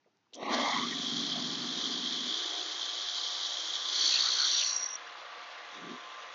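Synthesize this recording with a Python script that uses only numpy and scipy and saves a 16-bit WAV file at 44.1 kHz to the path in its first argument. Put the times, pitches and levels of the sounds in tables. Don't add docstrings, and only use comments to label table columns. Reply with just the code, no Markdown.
import sys
import numpy as np
from scipy import signal
from scipy.fft import rfft, irfft, next_fast_len
from scipy.io import wavfile
from scipy.ndimage import uniform_filter1d, map_coordinates

SR = 44100
rng = np.random.default_rng(int(sys.argv[2]) if len(sys.argv) > 2 else 0)


def rack_gain(trim_db):
    fader = np.asarray(trim_db, float)
    return 10 ** (fader / 20)


def digitize_waveform(pressure):
    field = np.atleast_2d(pressure).T
    bounded = np.clip(field, -1, 1)
    quanta = np.round(bounded * 32767).astype(np.int16)
    wavfile.write(sys.argv[1], SR, quanta)


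N = 279858

MAINS_HZ = 59.55
FLUTE_HZ = 61.6

# (time [s], feed pressure [dB], side rub [dB])
FEED_LEVER = [
    (3.87, -22, -57),
    (3.93, -6.5, -66),
    (4.016, -1, -39.5),
    (4.15, 0, -56.5),
    (4.42, -2.1, -39),
    (4.62, -4, -35.5),
    (4.7, -8.5, -37),
    (4.81, -35.5, -39.5),
    (4.97, -47, -46),
]


def unit(x):
    return x / np.sqrt(np.mean(x ** 2) + 1e-20)


def along(points, hz):
    f, value = np.transpose(points)
    return np.interp(np.log1p(hz), np.log1p(f), value)


def curves(rows, before=-120, after=-120):
    s, *columns = np.transpose(rows)
    return [np.interp(np.arange(N) / SR, s, column, before, after) for column in columns]


def ramp(s, over_s, t=None):
    t = np.arange(N) / SR if t is None else t
    return np.clip((t - s) / over_s, 0, 1)


def wobble(rate):
    knots = rng.standard_normal(int(N * rate / SR) + 4)
    fine = np.arange(0, len(knots), 1 / 8)
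    return np.interp(np.arange(N) * rate / SR, fine, map_coordinates(knots, [fine]))


def filtered(x, response):
    m = next_fast_len(len(x) + 8192)
    return irfft(rfft(x, m) * response(np.fft.rfftfreq(m, 1 / SR)), m)[:len(x)]


def resonance(centre_hz, width_hz):
    return lambda f: 1j * f * width_hz / (centre_hz ** 2 - f * f + 1j * f * width_hz)


def band(x, lo_hz, hi_hz):
    return unit(filtered(x, lambda f: (f >= lo_hz) & (f < hi_hz)))


def rush(spectrum, beat=1):
    return unit(filtered(beat * rng.standard_normal(N), lambda f: rack_gain(along(spectrum, f))))


def throb(hz, first, second, lag=0):
    turn = 2 * np.pi * hz * np.arange(N) / SR - lag
    return 1 + first * np.cos(turn) + second * np.cos(2 * turn)


def tones(lines, drift, sway_db):
    t = np.arange(N) / SR
    total = 0
    for hz, db in lines:
        level = rack_gain(db + sway_db * wobble(9))
        total = total + level * np.sin(2 * np.pi * hz * t + drift * wobble(8))
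    return unit(total)


def suppressed(x, gain_db, patchy_db, size=512):
    overlap = size * 3 // 4
    hz, t, z = signal.stft(x, SR, nperseg=size, noverlap=overlap)
    flutter = uniform_filter1d(rng.standard_normal(z.shape), size=3, axis=0)
    flutter = uniform_filter1d(flutter, size=12, axis=1)
    z = z * rack_gain(gain_db(hz[:, None], t) + patchy_db * unit(flutter))
    return signal.istft(z, SR, nperseg=size, noverlap=overlap)[1][:N]


def controls():
    # (time [s], level [dB])
    motor_run = [
        (.33, -42),
        (.36, -14.5),
        (.42, -10),
        (.51, 5.5),
        (.55, 3.5),
        (.62, 4.5),
        (.71, -5),
        (.76, 1.5),
        (.97, 1),
    ]
    # (time [s], level [dB])
    spindle_run = [
        (.33, -36),
        (.346, -8.5),
        (.395, -11.5),
        (.42, -8.5),
        (.48, -7),
        (.55, 3),
    ]
    return *curves(motor_run, after=0), *curves(spindle_run, after=0), rack_gain(curves(FEED_LEVER)[0])


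def room_tone():
    # (frequency [Hz], density [dB per Hz])
    air = [(53, -39.5), (90, -8), (167, -4.5), (409, -2.5), (502, -13.5), (912, -4), (1040, -12),
           (1180, -9), (6240, -18), (7810, -37), (10200, -55.5), (17200, -120)]
    return rack_gain(-77.5) * rush(air)


def ticks():
    # (time [s], peak level [dB], frequency [Hz], relative width [1], decay by 60 dB [s])
    knocks = [(.043, -68, 2000, .3, .03), (.056, -71, 200, 0.7, 0.046), (.061, -59, 506, 0.56, 0.027),
              (.069, -62, 555, 0.65, 0.085), (.171, -59, 4530, 1.2, .002), (.268, -67, 970, .5, .03),
              (.308, -70, 2740, .3, .02), (.325, -63, 2560, 1.2, 0.0074), (.327, -56.5, 540, 0.79, 0.072),
              (0.334, -40.5, 3570, 0.41, 0.075), (.343, -38, 6140, 0.081, 0.0065),
              (.346, -40, 4420, 1.7, 0.022), (.351, -40.5, 5750, 0.23, 0.029), (.428, -31.5, 400, .8, .02)]
    out, t = np.zeros(N), np.arange(SR // 8) / SR
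    for s, db, hz, width, t60 in knocks:
        puff = rack_gain(-60 * t / t60) * rng.standard_normal(len(t))
        burst = filtered(puff, lambda f: resonance(hz, width * hz)(f) ** 2)
        out[round(s * SR):][:len(t)] += rack_gain(db) * burst / np.abs(burst).max()
    return out


def rumble():
    # (frequency [Hz], level [dB])
    hum = [(145, -61.5), (167, -59.5), (180, -59.5), (192, -63), (217, -58), (241, -49.5), (264, -51.5),
           (288, -53), (300, -66.5), (314, -49), (340, -73.5), (359, -56), (388, -54.5), (412, -57.5),
           (436, -56)]
    # (frequency [Hz], density [dB per Hz])
    frame = [(15, -81.5), (25, -25.5), (91, -22.5), (152, -17.5), (195, -14.5), (252, -5), (302, -7),
             (337, -1), (450, -8), (580, -39), (990, -120)]
    # (frequency [Hz], density [dB per Hz])
    leakage = [(15, -41), (25, -7), (150, -11.5), (209, -5), (236, -24.5), (278, -11), (290, -3.5),
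               (380, -29.5), (640, -120)]
    # (level [dB], follows the motor [dB per dB], gain at full feed [dB], sway [dB])
    mix = [(-44, 0.93, 4, 1.1), (-51.5, 0.75, 2.5, 1.8), (-73.5, .9, 9, 2)]
    # (start [s], duration [s], change [dB])
    ducks = [
        [(1.2, 3.3, -10), (2.27, 0.16, -28), (2.41, 1.2, -1.5)],
        [(.33, .02, 7), (.55, .15, -7.5), (2.52, 0.41, -12.5), (3.78, .08, 4.5), (4.05, 0.89, -11.5)],
        [(.6, 4, -16.5)],
    ]
    # (start [s], fall time [s], end [s], return time [s], drop [Hz])
    dips = [
        (.6, 0.17, 1.74, 0.064, 45),
        (.62, .15, 3.4, 0.041, 30),
        (5.7, .1, 5.93, .07, 70),
    ]
    bump_db = [38, 17.5, 7]

    motor_db, _, load = controls()
    bump = 0.6 * ramp(5.71, 0.077) + 0.4 * ramp(5.71, 0.21) - ramp(5.92, 0.11)
    gains = []
    for (db, grows, feed_db, sway_db), duck, lift_db in zip(mix, ducks, bump_db):
        ducked_db = sum(d * ramp(s, over) for s, over, d in duck)
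        driven_db = db + grows * motor_db + feed_db * load
        gains.append(rack_gain(driven_db + sway_db * wobble(10) + lift_db * bump + ducked_db))
    low, upper, leak = gains

    def cut(hz, t):
        edge_hz = 203 - sum(drop * (ramp(a, rise, t) - ramp(b, fall, t)) for a, rise, b, fall, drop in dips)
        return -25 * np.clip((edge_hz - hz) / 30, 0, 1)

    drone = rush(frame) + rack_gain(-1) * tones(hum, drift=0.61, sway_db=1.0)
    body = suppressed(band(drone, 80, 290), cut, patchy_db=1.5, size=2048)
    body = body / np.sqrt(uniform_filter1d(body ** 2, size=SR // 3) + 1e-9)
    return low * body + upper * band(drone, 290, 450) + rack_gain(4.5) * leak * rush(leakage)


def openings(hz, t):
    # (start [s], end [s], low edge [Hz], high edge [Hz], gain [dB])
    patches = [ (.34, .43, 440, 680, 11), (.33, .51, 1250, 1750, -8), (.365, .5, 4700, 5300, -2.5),
               (1.75, 2.62, 2900, 3700, 2), (.52, .6, 1400, 1800, 10), (.47, .795, 1800, 2300, 9),
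               (.52, .79, 1900, 2200, 7), (.46, .62, 2300, 2900, 5), (.39, .47, 1800, 2900, 12),
               (.395, .5, 3700, 4700, 9), (.7, 4.5, 3200, 3420, 2), (.36, .47, 5300, 6300, 8),
               (4.5, 4.8, 2500, 3000, 4), (4, 4.62, 3500, 4150, 3)]
    # (start [s], end [s], low edge [Hz], high edge [Hz], gain [dB])
    blips = [ (.812, 0.84, 1900, 2170, 17), (.862, 0.888, 2010, 2230, 15), (0.917, 0.94, 1840, 2250, 22.5),
             (1.355, 1.395, 575, 780, 15), (2.545, 2.63, 650, 790, 12), (.72, .87, 1080, 1300, 2),
             (2.5, 2.55, 600, 850, 7), (4.109, 4.182, 2450, 2980, 12.5), (4.239, 4.3, 1210, 1460, 14),
             (4.363, 4.47, 1210, 1580, 11), (4.607, 4.635, 2330, 3070, 15.5)]

    def edge(u):
        return 1 / (1 + np.exp(-np.clip(u, -30, 30)))

    def patch(start, end, lo_hz, hi_hz, db):
        in_time = edge((t - start) / 0.0071) * edge((end - t) / 0.0014)
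        return db * in_time * edge((hz - lo_hz) / 35) * edge((hi_hz - hz) / 35)

    khz = (hz - 428) / 1000
    swell = patch(0.34 + 0.073 * khz, 0.664 + 0.28 * khz, 428, 1250, 16)
    return swell + sum(patch(*row) for row in patches + blips)


def whirr():
    # (frequency [Hz], density [dB per Hz])
    case_air = [(260, -47.5), (450, -8.5), (669, -7.5), (725, -11), (754, -12.5), (823, -5.5), (898, -8.5),
                (1040, -5), (1350, -5.5), (2020, -6.5), (2460, -10.5), (3000, -8), (3900, -42),
                (6600, -120)]
    # (frequency [Hz], level [dB])
    whine = [(834, -71), (996, -71), (1120, -68), (1254, -65), (1432, -68), (1550, -68), (1674, -66),
             (1868, -69), (1911, -69), (2089, -66), (2331, -73)]
    # (level [dB], follows the spin-up [dB per dB], gain at full feed [dB])
    mix = [(-52, 1.04, 1), (-50.5, 1.26, 5.5)]
    # (frequency [Hz], level [dB], change with quill down [dB], change once parked [dB])
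    singing = [(716, -62.5, -3, -2.2), (1044, -65, 6, 7.5), (1163, -61, 0.4, 4)]

    motor_db, spindle_db, load = controls()
    surge_db = 2.5
    rise_db = np.minimum(np.maximum.accumulate(motor_db), surge_db) - surge_db * ramp(0.75, 0.2)
    low, high = (rack_gain(db + grows * rise_db + feed_db * load + 0.44 * wobble(3.15)) for db, grows, feed_db in mix)
    case = rush(case_air, throb(MAINS_HZ, .04, 0.042)) + rack_gain(-11) * tones(whine, drift=2.2, sway_db=2)

    quill_move_s = 0.21
    down = ramp(3.7, quill_move_s) - ramp(4.9, quill_move_s)
    parked = ramp(5.74, quill_move_s)
    song = 0
    for hz, db, down_db, parked_db in singing:
        level = 1.3 * rack_gain(db + 2 * spindle_db + down_db * down + parked_db * parked)
        song = song + level * tones([(hz, 0)], drift=.6, sway_db=1.6)
    body = low * band(case, 450, 1400) + high * band(case, 1400, 3000)
    return suppressed(body + song, openings, patchy_db=1.0)


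def hiss():
    # (frequency [Hz], density [dB per Hz])
    bearings = [(1680, -55), (2850, -34), (3000, -3), (3180, 3), (3320, 4), (4130, -1.5), (5210, -8.5),
                (5960, -12.5), (6380, -14), (7000, -20.5), (7270, -29), (7520, -39.5), (7810, -55.5),
                (10200, -84), (17200, -120)]
    # (level [dB], follows the spindle [dB per dB], gain at full feed [dB],
    # duck start [s], duck duration [s], duck [dB])
    mix = [(-38.5, 1.75, 3.5, 4.6, 0.13, -15.5), (-41, 2.6, 5.5, 4.696, 0.26, -18),
           (-47, 2.25, 9.5, 4.76, .2, -16.5)]

    _, spindle_db, load = controls()
    gains = []
    for db, grows, feed_db, s, over, duck_db in mix:
        driven_db = db + grows * spindle_db + feed_db * load
        gains.append(rack_gain(driven_db + duck_db * ramp(s, over) + 1.1 * wobble(3.985)))
    low, mid, top = gains
    grit = rack_gain(1.3 * wobble(300) + .5 * wobble(30) + .4 * wobble(8)) * throb(FLUTE_HZ / 2, .06, 0)
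    noise = suppressed(rush(bearings, grit), openings, patchy_db=1.23)
    ridge = throb(MAINS_HZ, .22, .09, lag=-2.4) * band(noise, 2900, 3900)
    rasp = 1 + 0.16 * load * (throb(FLUTE_HZ, 1, .35, lag=1.1) - 1)
    return low * ridge + rasp * (mid * band(noise, 3900, 5450) + top * band(noise, 5455, 8000))


def tearing(beat):
    stroke = throb(FLUTE_HZ, beat, 0, lag=1.1) * throb(2 * FLUTE_HZ, .35 * beat, 0, lag=1.2)
    return stroke * rack_gain(1.4 * wobble(400) + .5 * wobble(40)) * rng.standard_normal(N)


def bit():
    # (frequency [Hz], width [Hz], flute beat [0-1])
    modes = [(4380, 330, .62), (5710, 170, .3), (6100, 260, .25)]
    # (time [s], peak level [dB], lower mode [dB])
    rubs = [(4.6708, -26, -6.5), (4.6894, -26, -22), (4.7064, -28.5, -17), (4.7283, -28.5, -14),
            (4.7621, -22, -23), (4.795, -31.5, -14), (4.8074, -31.5, -12), (4.8239, -26.5, -23),
            (4.8284, -24, -17), (4.8394, -28, -11), (4.8594, -26.5, -21), (4.8882, -39, -19),
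            (4.9044, -45, -20), (4.928, -32, -33), (4.9531, -30.5, -35), (5.0714, -51, -8)]

    feed_db, rub_db = curves(FEED_LEVER)
    upper_db = -39 + 0.39 * feed_db + 0.35 * (rub_db - rub_db.max())
    cutting = 0
    for db, (hz, width_hz, beat) in zip((-31 + feed_db, rub_db, upper_db), modes):
        ring = filtered(tearing(beat), lambda f: resonance(hz, width_hz)(f) ** 2)
        cutting = cutting + rack_gain(db) * unit(ring)
    cutting = cutting * (ramp(3.87, .015) - ramp(4.955, .015))

    t = np.arange(SR // 20) / SR
    swell = (t / 0.0023 * np.exp(1 - t / 0.0026)) ** 1.25
    for s, db, lower_db in rubs:
        for (hz, *_), level_db in zip(modes, (db + lower_db + 2, db, db - 12.5)):
            ping = np.sin(2 * np.pi * hz * rng.normal(1, 0.0029) * t)
            cutting[round(s * SR):][:len(t)] += rack_gain(level_db - 2.5) * swell * ping
    return cutting


def scene():
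    mono = room_tone() + ticks() + rumble() + whirr() + hiss() + bit()
    return np.array([mono, mono])


def top_cut(x):
    return signal.sosfilt(signal.butter(12, 7960, fs=SR, output="sos"), x)


def record(dry):
    soft = dry[0] / (1 + np.abs(dry[0] / .22) ** 4) ** .25
    narrow = filtered(soft, lambda f: 1 / (1 + (f / 7700) ** 60))
    fade = np.clip((6.347 - np.arange(N) / SR) / 0.0015, 0, 1)
    return top_cut(np.array([narrow, narrow]) * fade)


dry = scene()
out = record(dry)
digitize_waveform(out)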